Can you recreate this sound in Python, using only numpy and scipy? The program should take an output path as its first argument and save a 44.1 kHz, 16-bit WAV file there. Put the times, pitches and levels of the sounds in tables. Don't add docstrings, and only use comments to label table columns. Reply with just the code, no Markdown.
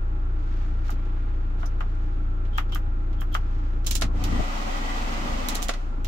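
import sys
import numpy as np
from scipy import signal
from scipy.fft import rfft, irfft, next_fast_len
from scipy.io import wavfile

SR = 44100
rng = np.random.default_rng(int(sys.argv[2]) if len(sys.argv) > 2 else 0)


def inscribe(sig):
    pcm = np.round(np.clip(np.atleast_2d(sig).T, -1, 1) * 32767)
    wavfile.write(sys.argv[1], SR, pcm.astype(np.int16))


N = 267687
TIME = np.arange(N) / SR
CAB_T60_S, CAB_BUILD_S, TRIM_CUT_HZ = 0.11, 0.003, 5500
CAP_PAN_DB, TICK_PAN_DB, DETENT_PAN_DB, STOP_PAN_DB = -1, -4.5, -5, -1.5


def from_db(db):
    return 10 ** (np.asarray(db) / 20)


def unit_rms(x):
    return x / np.sqrt(np.mean(x ** 2) + 1e-20)


def pan(left_db):
    return from_db([[left_db / 2], [-left_db / 2]])


def curve_at(points, hz):
    knots, values = np.transpose(points)
    return np.interp(np.log(hz + 1), np.log(knots), values)


def butter(x, order, hz, kind):
    return signal.sosfilt(signal.butter(order, hz, kind, fs=SR, output="sos"), x)


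def drift(rate_hz):
    count = 2000
    hz = np.arange(count // 2 + 1) * SR / N
    slow = irfft(rfft(rng.standard_normal(count)) / (1 + (hz / rate_hz) ** 2))
    return np.interp(np.linspace(0, 1, N), np.linspace(0, 1, count), unit_rms(slow))


def swells(rows):
    return np.sqrt(sum(from_db(db) ** 2 * np.exp(-((TIME - s) / half_s) ** 2) for s, db, half_s in rows))


def push(start_s, end_s, growth_db, fade_s):
    progress = np.clip((TIME - start_s) / (end_s - start_s), 0, 1)
    fade = np.exp(-np.maximum(TIME - end_s, 0) / fade_s)
    return (TIME > start_s) * from_db(growth_db * (progress - 1)) * fade


def stereo_noise(spectrum, likeness, resonances=()):
    size = next_fast_len(N, True)
    hz = np.arange(size // 2 + 1) * SR / size
    humps_db = sum(lift / (1 + (2 * (hz - centre) / width) ** 2) for centre, width, lift in resonances)
    alike = np.clip(curve_at(likeness, hz), -1, 1)
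    mid, side = rfft(rng.standard_normal((2, size)))
    both = np.sqrt(1 + alike) * mid + np.sqrt(1 - alike) * side * [[1], [-1]]
    return unit_rms(irfft(both * from_db(curve_at(spectrum, hz) + humps_db), size)[:, :N])


def body(x, spectrum):
    size = x.shape[-1]
    gain = unit_rms(from_db(curve_at(spectrum, np.arange(size // 2 + 1) * SR / size)))
    cepstrum = irfft(np.log(gain))
    cepstrum[1:size // 2] *= 2
    cepstrum[size // 2 + 1:] = 0
    return irfft(rfft(x) * np.exp(rfft(cepstrum)))


def knocks(rows, spectrum, crack_db, chatter_t60_s, cab_db, rise_s):
    size = 8192
    age, out = np.arange(size) / SR, np.zeros((2, N + size))
    pole = np.exp(-2 * np.pi * TRIM_CUT_HZ / SR)
    echo_gain = from_db(cab_db - 60 * age / CAB_T60_S) * (1 - np.exp(-age / CAB_BUILD_S))
    for s, db, left_db, tilt_db in rows:
        chatter, echoes = rng.standard_normal((2, 2, size))
        blow = chatter * from_db(-60 * age / chatter_t60_s) * (1 - np.exp(-age / rise_s))
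        blow += signal.lfilter([1 - pole], [1, -pole], echoes) * echo_gain
        blow[:, 0] += from_db(crack_db)
        colour = [(hz, level + tilt_db * np.log2(hz)) for hz, level in spectrum]
        at = int(s * SR)
        out[:, at:at + size] += from_db(db) * pan(left_db) * body(blow, colour)
    return out[:, :N]


def rings(rows, modes, left_db, right_lag_s=0.000255):
    size = 8192
    out = np.zeros((2, N + size))
    age = np.maximum(np.arange(size) / SR - [[0], [right_lag_s]], 0)
    ring = sum((-1) ** k * np.sin(2 * np.pi * hz * age) * from_db(db - 60 * age / t60)
               for k, (hz, db, t60) in enumerate(modes))
    for s, db in rows:
        at = int(s * SR)
        out[:, at:at + size] += from_db(db) * ring
    return out[:, :N] * pan(left_db)


def bass_dip(start_s=4.40, fall_s=0.061, end_s=5.78, recovery_s=0.35):
    return np.clip((TIME - start_s) / fall_s, 0, 1) * np.clip(1 - (TIME - end_s) / recovery_s, 0, 1)


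FIRING_HZ, THINNING_DB = 28.86, 7.5
# multiple_of_firing_rate, level_db
ENGINE_ORDERS = [(2, -8), (3, -13), (4.25, -35.5), (5, -26.5), (6.15, -31.5), (10.25, -32.5), (10.5, -28),
                 (11, -35.5), (12.5, -35.5)]


def engine_hum(crank, dip, level_db=-24, dip_db=4, waver=0.048, flutter=0.35, boom_lag_s=0.0018):
    overtones = 0
    for order, db in ENGINE_ORDERS:
        unrest = waver if order < 4 or order == 5 else flutter
        phase = order * crank
        tone = (1 + unrest * drift(14)) * np.cos(phase) + unrest * drift(20) * np.sin(phase)
        sign = -1 if 2.5 < order < 4.5 else 1
        overtones += sign * from_db(db) * tone
    swell_db = 4 * np.exp(-((TIME - 4.27) / 0.16) ** 2)
    fullness = from_db(-0.5 + swell_db - THINNING_DB * dip)
    boom = np.cos(crank - 2 * np.pi * FIRING_HZ * boom_lag_s)
    return np.sqrt(2) * from_db(level_db - dip_db * dip) * (boom + fullness * overtones) * pan(0.89)


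# freq_hz, level_db
COMBUSTION_SPECTRUM = [(15, -4.5), (60, 2.5), (110, -16), (165, -21.5), (310, -14), (480, -19.5),
                       (750, -22), (1000, -24.5), (1300, -21.5), (2000, -32), (3500, -40), (5800, -55.5),
                       (7300, -52), (8500, -69.5), (16000, -83.5)]
# pitch_hz, width_hz, lift_db
ENGINE_WHINES = [(546, 10, 3.5), (824.5, 19, 13), (1354, 42, 9.5), (2430, 170, 3.5), (4440, 140, 4),
                 (5230, 100, 7.5), (6750, 250, 8)]


def combustion(crank, level_db=-40, clatter=0.098):
    likeness = [(60, 0.61), (200, 1.0), (500, -0.51), (1200, -0.57), (5000, 0.095)]
    noise = stereo_noise(COMBUSTION_SPECTRUM, likeness, ENGINE_WHINES)
    bass = butter(noise, 2, 900, "low") * pan(0.4)
    treble = butter(noise, 2, 900, "high") * pan(-0.38)
    return from_db(level_db) * (bass - treble) * (1 + clatter * np.cos(crank))


# freq_hz, level_db
THUD_SPECTRUM = [(40, -25.5), (90, 5.5), (140, -1), (220, -4), (320, -3.5), (450, -18), (1000, -38),
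                 (4000, -67)]


def thuds(crank, dip, level_db=-45.5, decay_s=0.008):
    age = crank / (2 * np.pi) % 1 / FIRING_HZ
    pulse = unit_rms(np.exp(-age / decay_s) * (1 - np.exp(-age / CAB_BUILD_S)))
    rumble = stereo_noise(THUD_SPECTRUM, [(100, 0.93), (400, 0.54)])
    return from_db(level_db - THINNING_DB * dip) * pulse * rumble * pan(1.2)


def engine(hunting=0.0016, load_sag_hz=0.45):
    dip = bass_dip()
    firing_hz = FIRING_HZ * (1 + hunting * drift(1.8)) - load_sag_hz * dip
    crank = np.pi / 2 + 2 * np.pi * np.cumsum(firing_hz) / SR
    return engine_hum(crank, dip) + combustion(crank) + thuds(crank, dip)


# freq_hz, level_db
FLEECE_SPECTRUM = [(200, -16.5), (1200, 12.5), (3000, 3), (6500, -6.5), (9000, -19.5), (16000, -32.5)]
# peak_s, level_db, half_length_s, treble_db
ARM_REACHES = [(0.585, -53, 0.12, 0), (0.87, -54, 0.05, -1), (1.15, -56, 0.27, -8), (1.68, -58, 0.09, -5),
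               (2.03, -60.5, 0.15, 0), (3.57, -56, 0.18, 0)]


def sleeve(hover_db=-79.5, grain_db=2.5):
    fleece = stereo_noise(FLEECE_SPECTRUM, [(200, 0.4), (4000, 0.075)])
    fleece *= unit_rms(from_db(grain_db * drift(90)))
    dull = signal.sosfiltfilt(signal.butter(3, 4000, fs=SR, output="sos"), fleece)
    motion = swells([(s, db, half_s) for s, db, half_s, _ in ARM_REACHES])
    brisk = swells([(s, db + treble_db, half_s) for s, db, half_s, treble_db in ARM_REACHES])
    return fleece * from_db(hover_db) + dull * motion + (fleece - dull) * brisk


# start_s, end_s, end_level_db
FINGER_SLIDES = [(0.84, 0.893, -53), (0.908, 0.922, -52), (1.585, 1.63, -54), (2.54, 2.58, -59),
                 (3.32, 3.347, -57)]
# freq_hz, level_db
SKIN_SPECTRUM = [(500, -6), (2500, 5), (6800, -2), (8500, -13), (11000, -16), (12500, -11), (16000, -20)]


def finger_scrapes(grain_db=3):
    force = sum(from_db(db) * push(start, end, growth_db=9, fade_s=0.014)
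                for start, end, db in FINGER_SLIDES)
    skin = stereo_noise(SKIN_SPECTRUM, [(500, 0.3), (4000, 0.099)])
    grain = unit_rms(from_db(grain_db * drift(140)))
    return skin * force * grain * pan(TICK_PAN_DB)


# start_s, level_db, pan_db, tilt_db_per_octave
CAP_ZIPS = [(1.656, -43, -4, 0)]
# freq_hz, level_db
GUIDE_SPECTRUM = [(1000, -25), (4000, -9), (6000, 4), (6600, -3), (7600, -17), (10500, -14), (12300, -6),
                  (14200, -22)]


def cap_zip():
    return knocks(CAP_ZIPS, GUIDE_SPECTRUM, crack_db=-10, chatter_t60_s=0.085, cab_db=-12, rise_s=0.002)


# start_s, end_s, end_level_db, pitch_hz, growth_db
BUTTON_SQUEAKS = [(2.53, 2.584, -43.5, 3200, 9), (2.72, 2.756, -44, 3130, -5), (3.185, 3.22, -50, 3240, 8),
                  (3.315, 3.35, -39, 3180, 16)]


def squeaks(width_hz=85, rough_db=2.5):
    out = 0
    radius = np.exp(-np.pi * width_hz / SR)
    for start, end, db, hz, growth_db in BUTTON_SQUEAKS:
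        rub = push(start, end, growth_db, fade_s=0.007) * from_db(db + rough_db * drift(100))
        slips = rng.standard_normal((2, N)) * rub + 1e-18
        poles = [1, -2 * radius * np.cos(2 * np.pi * hz / SR), radius ** 2]
        out += np.sqrt((1 - radius ** 2) / 2) * signal.lfilter([1, 0, -1], poles, slips)
    return out


# start_s, level_db, tilt_db_per_octave
BUTTON_STROKES = [(0.893, -26, -3), (1.630, -25.5, -2), (1.807, -21.5, 0), (2.582, -14.5, 5.5),
                  (2.723, -32.5, -5.5), (2.757, -23, 3), (3.217, -27, 2), (3.3495, -14.5, 2)]
# freq_hz, level_db
PANEL_SPECTRUM = [(100, -22), (520, -18.5), (700, 0.5), (850, -2), (1000, -3), (1200, 2), (1400, -1),
                  (1650, -5.5), (1850, -8), (2030, -7.5), (2220, -14.5), (3000, -13), (3280, -16),
                  (3500, -21), (4800, -46.5), (8000, -53.5), (16000, -52)]
# pitch_hz, level_db, t60_s
PANEL_RING = [(855, -16, 0.028), (1205, -5, 0.026), (1400, -5, .022), (1620, -12, .016), (3050, -17, 0.02)]


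def button_caps():
    caps = [(s, db, CAP_PAN_DB, tilt_db) for s, db, tilt_db in BUTTON_STROKES]
    knock = knocks(caps, PANEL_SPECTRUM, crack_db=1, chatter_t60_s=0.016, cab_db=-9.5, rise_s=0.0007)
    return knock + rings([(s, db) for s, db, _ in BUTTON_STROKES], PANEL_RING, CAP_PAN_DB)


# start_s, level_db, tilt_db_per_octave
LATCH_TICKS = [(0.9038, -34.5, 6), (1.805, -42, -1), (2.578, -28.5, 3.5), (2.722, -38, -1),
               (2.7476, -27.5, 7.5), (3.208, -33, 10.5), (3.344, -27, 2.5)]
# start_s, level_db, tilt_db_per_octave
NAIL_TICKS = [(1.055, -50, -4), (2.452, -35, -9), (2.694, -42, -5.5), (3.129, -42, -6), (3.327, -44, 10),
              (3.846, -38, -1.5), (4.239, -22, 2), (6.046, -28.5, 0.5)]
# freq_hz, level_db
TICK_SPECTRUM = [(300, -12.5), (1500, -7.5), (3000, 1.5), (6200, -2.5), (7400, -5), (8400, -14.5),
                 (10500, -12.5), (11800, -13.5), (13000, -4.5), (14300, -13), (16000, -17.5)]


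def latches_and_nails():
    ticks = [(s, db, TICK_PAN_DB, tilt_db) for s, db, tilt_db in LATCH_TICKS + NAIL_TICKS]
    return knocks(ticks, TICK_SPECTRUM, crack_db=-2, chatter_t60_s=0.011, cab_db=-6.5, rise_s=0.0005)


# start_s, level_db, crest_lead_s, tilt_db_per_octave, ring_db
KNOB_DETENTS = [(3.868, -15.5, 0.0033, -0.5, -10), (3.911, -14.5, 0.0024, -.5, -1),
                (3.954, -14, 0.0029, 0.5, -12), (5.486, -16, 0.00052, -0.5, 1.5),
                (5.553, -18, 0.0045, -1.5, -6), (5.627, -18, 0.0059, 1, -11)]
# freq_hz, level_db
SNAP_SPECTRUM = [(300, -9), (1200, -12), (2200, -6), (3200, 0.5), (4000, 1), (4700, -0.5), (7000, 5),
                 (8500, -2), (10300, -3), (11800, -4.5), (12900, -6), (14000, -7), (16000, -5)]
# pitch_hz, level_db, t60_s
SPRING_RING = [(3970, -29, 0.036), (4090, -31, 0.026), (12900, -24, 0.018), (13350, -26, 0.012)]
# start_s, level_db, tilt_db_per_octave, ring_db
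KNOB_STOPS = [(4.019, -16.5, 1, -20), (5.691, -18, -0.5, -11.5), (5.736, -29.5, 0, -42)]
# freq_hz, level_db
STOP_SPECTRUM = [(100, -23), (450, -1.5), (660, 7), (850, -3.5), (950, -1.5), (1250, 4), (1700, 0),
                 (2000, 1.5), (2400, -1.5), (4200, -3.5), (7000, -8.5), (10000, -18.5), (16000, -30)]
# pitch_hz, level_db, t60_s
HOUSING_RING = [(688, -6, 0.028), (836, -20, 0.04)]


def fan_knob(crest_db=-6, crest_tilt_db=-1.7, stop_crest_db=-3, stop_crest_tilt_db=-2, stop_lead_s=0.0067):
    crests = [(s - lead_s, db + crest_db, DETENT_PAN_DB, crest_tilt_db)
              for s, db, lead_s, *_ in KNOB_DETENTS]
    drops = [(s, db, DETENT_PAN_DB, tilt_db) for s, db, _, tilt_db, _ in KNOB_DETENTS]
    stop_crests = [(s - stop_lead_s, db + stop_crest_db, DETENT_PAN_DB, stop_crest_tilt_db)
                   for s, db, *_ in KNOB_STOPS[:2]]
    stops = [(s, db, STOP_PAN_DB, tilt_db) for s, db, tilt_db, _ in KNOB_STOPS]
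    snaps = knocks(crests + drops + stop_crests, SNAP_SPECTRUM,
                   crack_db=0, chatter_t60_s=0.0095, cab_db=-7.5, rise_s=0.0005)
    clunks = knocks(stops, STOP_SPECTRUM, crack_db=2, chatter_t60_s=0.035, cab_db=-5, rise_s=0.0017)
    spring = rings([(s, ring_db) for s, *_, ring_db in KNOB_DETENTS], SPRING_RING, DETENT_PAN_DB)
    housing = rings([(s, ring_db) for s, *_, ring_db in KNOB_STOPS], HOUSING_RING, CAP_PAN_DB)
    return snaps + clunks + spring + housing


def airflow_db(on_s=4.074, spin_up_s=0.094, off_s=5.558, coast_db_per_s=61, db_per_decade=64):
    speed = 1 - np.exp(-np.maximum(TIME - on_s, 1 / SR) / spin_up_s)
    return db_per_decade * np.log10(speed) - coast_db_per_s * np.maximum(TIME - off_s, 0)


# freq_hz, level_db
BUFFET_SPECTRUM = [(15, -6.5), (40, 3.5), (90, -3), (160, -7), (290, -4), (400, -21.5), (700, -22),
                   (1200, -24), (4000, -93)]
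# peak_s, level_db, half_length_s
STRAY_GUSTS = [(4.045, -28.5, 0.022), (4.14, -33.5, 0.07), (4.27, -31.5, 0.045), (4.36, -30.5, 0.04),
               (5.22, -36.5, 0.13), (6.05, -40.5, 0.17)]
# start_s, level_db, pan_db, tilt_db_per_octave
AIR_POPS = [(4.393, -18.5, 21, 0)]
# freq_hz, level_db
POP_SPECTRUM = [(30, 1), (250, -2), (400, -10), (750, -9), (1100, -30), (4000, -74)]


def draught(level_db=-29, dip_db=15.5, lumps_db=3.5):
    stream = from_db(level_db + airflow_db() - dip_db * bass_dip())
    wind = stereo_noise(BUFFET_SPECTRUM, [(40, 0.79), (300, 0.64)])
    strength = np.hypot(stream, swells(STRAY_GUSTS)) * from_db(lumps_db * drift(28))
    pop = knocks(AIR_POPS, POP_SPECTRUM, crack_db=6, chatter_t60_s=0.065, cab_db=-37, rise_s=0.004)
    return wind * strength * pan(2.2) + pop


# pitch_hz, width_hz, level_db
DUCT_RESONANCES = [(572, 35, -13.5), (732, 29, -11), (825, 36, -15.5), (1206, 61, -12), (1974, 80, -13.5),
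                   (2570, 77, -23), (3070, 120, -20.5)]


def duct_tones(wander=0.011, flicker_db=2.5):
    out = 0
    for hz, width_hz, db in DUCT_RESONANCES:
        phase = 2 * np.pi * np.cumsum(hz * (1 + wander * drift(4))) / SR
        cos, sin = np.cos(phase), np.sin(phase)
        ringing = np.array([drift(width_hz) * cos + drift(width_hz) * sin for side in range(2)])
        out += from_db(db) * unit_rms(ringing * from_db(flicker_db * drift(3.2)))
    return out


# freq_hz, level_db
VENT_SPECTRUM = [(60, -14), (150, -14), (215, -1.5), (290, -3), (350, -14), (750, -9), (1250, -6.5),
                 (1650, -15.5), (2200, -14.5), (4500, -22.5), (7000, -26.5), (10500, -41.5), (12800, -39),
                 (16000, -44)]


def blower(level_db=-33.5, flutter_db=0.5):
    likeness = [(200, 0.98), (600, -0.038), (1200, -0.73), (2500, -0.13), (8000, -0.036)]
    air = stereo_noise(VENT_SPECTRUM, likeness) + duct_tones()
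    hiss = butter(air, 1, 2500, "high")
    rush = (air - hiss) * pan(1.6) + hiss * pan(-4.5)
    return rush * from_db(level_db + airflow_db() + flutter_db * drift(21))


def scene():
    machinery = engine() + blower() + draught()
    buttons = button_caps() + latches_and_nails() + finger_scrapes() + cap_zip() + squeaks()
    return machinery + buttons + fan_knob() + sleeve()


def record(dry):
    cutoff_hz, run_in = 15700, 2000
    padded = np.pad(dry, ((0, 0), (run_in, 0)), "reflect", reflect_type="odd")
    lowpass = signal.ellip(10, 0.2, 90, cutoff_hz, fs=SR, output="sos")
    return signal.sosfilt(lowpass, padded)[:, run_in:]


dry = scene()
out = record(dry)
inscribe(out)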